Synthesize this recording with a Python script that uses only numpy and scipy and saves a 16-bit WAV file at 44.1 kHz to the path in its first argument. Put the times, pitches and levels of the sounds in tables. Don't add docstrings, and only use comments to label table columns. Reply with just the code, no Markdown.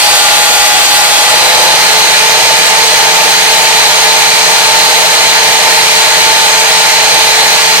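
import sys
import numpy as np
from scipy import signal
from scipy.io import wavfile
from scipy.ndimage import uniform_filter1d

SR = 44100
rng = np.random.default_rng(int(sys.argv[2]) if len(sys.argv) > 2 else 0)


def store_wav(level_fs):
    pcm = np.round(np.clip(np.atleast_2d(level_fs), -1, 1) * 32767)
    wavfile.write(sys.argv[1], SR, pcm.T.astype(np.int16))


def convert_level_to_amplitude(level_db):
    exponent = np.asarray(level_db, float) / 20
    return 10 ** exponent


N = 343980
TIME = np.arange(N) / SR
GEAR = 7 / 36
LOADED_HZ, IDLE_HZ = 417.8, 443.8
FREED_S = 1.12

# [shaft_order, loaded_left_db, loaded_right_db, idle_left_db, idle_right_db]
SHAFT_TONES = [(1, -39, -44, -29, -26), (2, -18, -18, -23, -17), (3, -32, -35, -38, -50),
               (6, -37, -50, -34, -43), (9, -50, -34, -31, -29), (10, -33, -50, -35, -25),
               (11, -34, -29, -50, -29), (12, -33, -31, -38, -30), (14, -34, -37, -32, -26),
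               (18, -50, -50, -38, -37), (28, -48, -37, -49, -39)]
# [blade_order, loaded_left_db, loaded_right_db, idle_left_db, idle_right_db]
BLADE_TONES = [(2, -44, -50, -36, -50), (4, -43, -46, -42, -44), (34, -50, -41, -50, -29),
               (35, -34, -50, -33, -37), (37, -32, -30, -32, -27), (38, -33, -36, -32, -47),
               (39, -50, -35, -34, -44), (70, -50, -50, -36, -37), (71, -50, -50, -32, -31),
               (73, -38, -40, -28, -22), (74, -50, -49, -30, -23), (75, -43, -50, -34, -36),
               (107, -35, -45, -50, -37), (110, -35, -50, -38, -42)]
# [summed_shaft_order, loaded_left_db, loaded_right_db, idle_left_db, idle_right_db]
BEAT_TONES = [(1 + GEAR, -44, -38, -44, -38), (1 + 2 * GEAR, -35, -50, -38, -34),
              (15 + GEAR, -32, -39, -38, -38)]
# [pitch_hz, width_hz, lift_db]
CASE_MODES = [(428, 8, -4), (515, 14, 14), (3880, 50, 5), (4750, 90, 4), (5170, 60, 5), (5275, 50, 7),
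              (6050, 60, 5)]
OWN_LEADS = {2: .4, 10: -1.5, 11: -1.4, 12: -1.2, 14: -.7, 34 * GEAR: .2, 37 * GEAR: -2.3, 71 * GEAR: -3.1,
             73 * GEAR: -1.2, 74 * GEAR: -2.2, 75 * GEAR: -.2}


def whine():
    tones = SHAFT_TONES + [(GEAR * order, *levels) for order, *levels in BLADE_TONES] + BEAT_TONES
    port_lag_s = 3 / SR
    unload_hz = 21
    lull_order, lull_s, lull_width_s, lull_db = 73 * GEAR, 5.7, .9, 9
    speed = speed_at(TIME)
    angle = 2 * np.pi * np.cumsum(speed) / SR
    sweep_hz = np.linspace(LOADED_HZ, IDLE_HZ, 50)
    unloaded = np.clip((sweep_hz - LOADED_HZ) / unload_hz, 0, 1)
    climbed = (sweep_hz - LOADED_HZ) / (IDLE_HZ - LOADED_HZ)
    lull = np.exp(-((TIME - lull_s) / lull_width_s) ** 2)
    wavers, slips, swells = (slow(len(tones), rate) for rate in (9., 4., .8))
    out = np.zeros((2, N))
    for (order, *levels), waver, slip, swell in zip(tones, wavers, slips, swells):
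        lead = OWN_LEADS.get(order, -2 * np.pi * order * IDLE_HZ * port_lag_s)
        drift_db = 1.5 * waver + 1.5 * swell * (order > 5)
        drift_db = drift_db - lull_db * lull * (order == lull_order)
        looseness = .3 if order >= 1 else 1.1
        phase = order * angle + looseness * slip
        case_db = sum(lift_db / (1 + (2 * (order * sweep_hz - hz) / width) ** 2)
                      for hz, width, lift_db in CASE_MODES)
        for side in range(2):
            loaded_db, idle_db = levels[side], levels[side + 2]
            rise_db = max(idle_db - loaded_db, 0) * unloaded
            fall_db = max(loaded_db - idle_db, 0) * climbed ** 2
            db = np.interp(speed, sweep_hz, loaded_db + rise_db - fall_db + case_db) + drift_db
            out[side] += np.sqrt(2) * convert_level_to_amplitude(db) * np.cos(phase - side * lead)
    return out


def speed_at(t):
    run_up_s, run_up_shape = .6, 1.085
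    warm_s, sag_hz_per_s = 5.3, .4
    free_s = np.maximum(t - FREED_S, 0)
    climb = 1 - np.exp(-(free_s / run_up_s) ** run_up_shape)
    return LOADED_HZ + (IDLE_HZ - LOADED_HZ) * climb - sag_hz_per_s * np.maximum(t - warm_s, 0)


# [start_s, bite (0-1)]
CUT = [
    (0, 0.94),
    (.3, 0.82),
    (.6, 0.89),
    (.75, 0.86),
    (.9, 0.88),
    (1.05, 0.82),
    (1.2, 0.82),
    (1.4, 0.43),
    (1.7, 0.2),
    (2.1, 0.1),
]


def bite_at(t):
    return np.clip(column(CUT, 1, t), 0, 1)


# [pitch_hz, width_hz]
RING_MODES = [(742, 33), (1415, 28), (1545, 21), (1948, 51), (2427, 32), (2648, 29), (3246, 28), (3321, 35),
              (3418, 36), (3563, 47), (4387, 33), (4435, 14), (4640, 17), (4683, 160), (4764, 18),
              (5501, 52), (6352, 52), (6567, 44), (6982, 65), (7558, 14), (7601, 58), (7859, 30),
              (7956, 39), (10588, 35), (10965, 29), (11703, 50), (12769, 51), (13183, 75), (13797, 70),
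              (14158, 53)]
# [left_db, right_db, left_lead_rad]
RING_LEVELS = [(-30, -25, -0.1), (-24, -27, -1.1), (-31, -27, -0.9), (-25, -26, -0.4), (-39, -26, -1.4),
               (-25, -29, -0.9), (-25, -30, -1.2), (-24, -25, -1.1), (-31, -23, -2.2), (-23, -27, -2.2),
               (-22, -19, -2.6), (-31, -27, -0.4), (-25, -28, -2.0), (-24, -28, -1.8), (-33, -27, -2.0),
               (-42, -30, -2.3), (-30, -31, -2.6), (-20, -24, -2.4), (-27, -32, 2.5), (-35, -34, 2.5),
               (-34, -31, -1.8), (-30, -34, -2.9), (-23, -29, 2.7), (-35, -31, -2.6), (-42, -35, -2.3),
               (-42, -37, -2.9), (-39, -34, -2.3), (-42, -37, 2.4), (-42, -39, -0.7), (-42, -38, 2.7)]


def ring():
    out, live = np.zeros((2, N)), slice(0, round(2.1 * SR))
    t = TIME[live]
    bite = bite_at(t)
    strength = bite ** 1.44
    ease = np.minimum(.86 - bite, .15)
    squeal_db = 40 * ease - 84 * np.maximum(t - FREED_S - .1, 0)
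    plate_db = 3 - 3.5 * np.minimum(t, FREED_S)
    swap_db = 6 * (t - .6)
    drifts = zip(slow(len(RING_MODES), 9.), slow(len(RING_MODES), 14.), slow(len(RING_MODES), 9.))
    for (hz, width), (left_db, right_db, lead), (waver, wander, skew) in zip(RING_MODES, RING_LEVELS, drifts):
        phase = 2 * np.pi * np.cumsum(hz + .17 * min(width, 60) * wander[live]) / SR
        db = squeal_db * (6000 < hz < 9500) + plate_db * (4300 < hz < 4800)
        db = db + swap_db * (1900 < hz < 2000) + 2.6 * waver[live]
        out[0, live] += strength * convert_level_to_amplitude(db + left_db) * np.cos(phase)
        out[1, live] += strength * convert_level_to_amplitude(db + right_db) * np.cos(phase - lead + .5 * skew[live])
    return out


# [pitch_hz, left_db per Hz, right_db per Hz]
CHIP_NOISE = [(40, -68, -62), (110, -54, -75), (250, -54.5, -54), (430, -48.5, -48), (810, -34, -39),
              (1160, -37, -39), (2200, -34, -34.5), (4070, -34, -34), (5650, -38.5, -37.5),
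              (8500, -39, -40.5), (9700, -42.5, -39.5), (13400, -52, -43.5), (14800, -59, -38),
              (15500, -57, -63)]
# [pitch_hz, left_db per Hz, right_db per Hz]
FAN_NOISE = [(40, -97, -72), (117, -50, -63.5), (253, -56, -58.5), (436, -51.5, -50), (825, -39, -39),
             (1130, -39.5, -44.5), (2220, -42.5, -42.5), (4040, -40.5, -39.5), (5800, -48, -45),
             (8500, -47, -47), (9670, -51, -50), (13300, -63.5, -50.5), (14300, -66, -59),
             (15700, -47, -50)]
# [pitch_hz, width_hz, lift_db]
PLATE_MODES = [(1180, 46, 9), (2410, 85, 2), (4600, 160, -0.5), (8000, 250, 5), (8700, 200, 4.5),
               (10740, 440, 5.5), (12100, 440, 6.5), (14300, 700, 5)]
# [pitch_hz, width_hz, left_lift_db, right_lift_db]
HOUSING_MODES = [(486, 33, 7.5, 8), (527, 30, -2.5, -11), (628, 39, 2.5, 10), (686, 32, 5, -13),
                 (740, 19, -4, 0), (822, 24, 2.5, 5), (1080, 45, -7.5, -3), (1390, 118, -6.5, -4),
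                 (1423, 23, 8, 10), (1686, 33, 4, 10.5), (1850, 65, 6, 4.5), (2024, 45, 3, 8),
                 (2096, 32, 6.5, 6.5), (2314, 81, 6, 6), (2420, 31, 8, 8), (3410, 190, -3, -2.5),
                 (3700, 47, -3, 0), (4126, 26, 7, 6), (4670, 140, 3, 1), (6440, 380, 6.5, 1),
                 (8000, 370, 0.5, -0.5), (12400, 450, 9, -0.5)]
# [pitch_hz, left-right likeness (0-1), left_lead_rad]
PORTS = [(150, 0, 1.6), (460, 0.79, -0.2), (860, 0.89, 0.1), (1200, 0.64, -1.5), (1510, 0.47, -1.5),
         (2100, 0.75, -1.5), (2820, 0, -1.5), (3850, 0.8, -2), (5100, 0.16, -2), (6300, 0.32, -2.5),
         (8500, 0.23, -3), (9400, 0.5, -5), (10700, 0, 12), (14000, 0, -5)]


def roar():
    s, hz, z, stray = noise_fields(size=2048)
    bite = bite_at(s)
    leaving = bite * (1 - bite)

    patches = uniform_filter1d(uniform_filter1d(rng.standard_normal(z.shape), 30, 0), 8, 1)
    gusts = uniform_filter1d(rng.standard_normal(len(s)), 4)
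    db = 0.71 * patches / patches.std()
    db += np.outer(np.clip(hz / 14000, 0, 1), 0.68 * gusts / gusts.std())
    db += 0.87 - 8 * bite

    boom_db = 1.5 * bite + 21.5 * leaving - 0.32 * s
    db += np.outer(1 / (1 + (hz / 1000) ** 6), boom_db)

    wander, waver = (np.interp(s, TIME, drift) for drift in slow(2, 2.))
    gullet_hz = 9.2 * speed_at(s) + 30 * wander
    gullet_db = 2.5 - 2.5 * bite + 13 * leaving + 1.8 * waver / 2
    db += gullet_db / (1 + (2 * (hz[:, None] - gullet_hz) / 320) ** 2)

    plate_db = sum(lift_db / (1 + (2 * (hz - f) / width) ** 2) for f, width, lift_db in PLATE_MODES)
    db += np.outer(plate_db, bite)

    same = np.clip(over_hz(PORTS, 1, hz), 0, 1)[:, None]
    turned = z * np.exp(-1j * over_hz(PORTS, 2, hz))[:, None]
    right = same * turned + np.sqrt(1 - same ** 2) * stray

    housing_db = sum(np.outer(lifts_db, 1 / (1 + (2 * (hz - f) / width) ** 2))
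                     for f, width, *lifts_db in HOUSING_MODES)
    housed = 1 - np.outer(hz > 1250, .8 * bite)
    colour_db = [np.outer(over_hz(CHIP_NOISE, k, hz), bite) + np.outer(over_hz(FAN_NOISE, k, hz), 1 - bite)
                 for k in (1, 2)]
    field = np.array([z, right]) * convert_level_to_amplitude(db + colour_db + housing_db[:, :, None] * housed) / 2
    return signal.istft(field, nperseg=2048, noverlap=1536)[1][:, :N]


def hum():
    hum_hz, level_db = 119.9, np.array([[-44], [-55]])
    waver, slip = slow(2, 4.)
    return np.sqrt(2) * convert_level_to_amplitude(level_db + 2.5 * waver) * np.cos(2 * np.pi * hum_hz * TIME + slip)


def slow(count, per_s):
    knots = rng.standard_normal((count, int(N / SR * 60) + 2))
    smoother = signal.butter(2, min(per_s, 25) / 30, output="sos")
    knots = signal.sosfiltfilt(smoother, knots, axis=1)
    knots /= knots.std(1, keepdims=True)
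    return [np.interp(TIME * 60, np.arange(len(row)), row) for row in knots]


def noise_fields(size):
    hop = size // 4
    a, b, c, d = rng.standard_normal((N // hop + 5, size // 2 + 1, 4)).T
    scale = np.sqrt(3 * SR / size / 2)
    times = np.arange(a.shape[1]) * hop / SR
    return times, np.fft.rfftfreq(size, 1 / SR), scale * (a + 1j * b), scale * (c + 1j * d)


def column(rows, index, at):
    rows = np.array(rows, float)
    return np.interp(at, rows[:, 0], rows[:, index])


def over_hz(rows, index, hz):
    rows = np.array(rows, float)
    return np.interp(np.log(hz + 1), np.log(rows[:, 0] + 1), rows[:, index])


def scene():
    motor_db, ring_db, roar_db = 1.3, 5., 2.5
    return convert_level_to_amplitude(motor_db) * (whine() + hum()) + convert_level_to_amplitude(ring_db) * ring() + convert_level_to_amplitude(roar_db) * roar()


# [pitch_hz, cutting_drop_db, idle_drop_db]
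TREBLE_STEPS = [(9600, 5, 5), (9750, -2.5, -2.5), (13800, 2, 2), (14830, 11, 2.5)]


def starved_treble(x):
    hz, s, z = signal.stft(x, SR, nperseg=1024)
    bite = bite_at(s)
    db = -sum(np.outer(hz > f, idle_db + bite * (cutting_db - idle_db))
              for f, cutting_db, idle_db in TREBLE_STEPS)
    edge_hz = 16200 - 800 * rng.exponential(1, (2, 1, len(s)))
    blocks = rng.random((2, len(hz) // 4 + 1, len(s) // 3 + 1))
    blocks = blocks.repeat(4, 1).repeat(3, 2)[:, :len(hz), :len(s)]
    hole_chance = .07 * np.clip((hz[:, None] - 3000) / 6000, 0, 1)
    hole_chance = hole_chance + .25 * (hz[:, None] > TREBLE_STEPS[-1][0])
    db = db - 9 * (hz[:, None] > edge_hz) - 12 * (blocks < hole_chance)
    return signal.istft(z * convert_level_to_amplitude(db), SR, nperseg=1024)[1][:, :N]


def roll_off(x):
    return signal.sosfilt(signal.butter(12, 15760, fs=SR, output="sos"), x)


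def record(dry):
    ceiling = 1.35
    flattened = dry / (1 + abs(dry / ceiling) ** 4) ** 0.38
    mix = starved_treble(flattened)
    return roll_off(mix)


dry = scene()
out = record(dry)
store_wav(out)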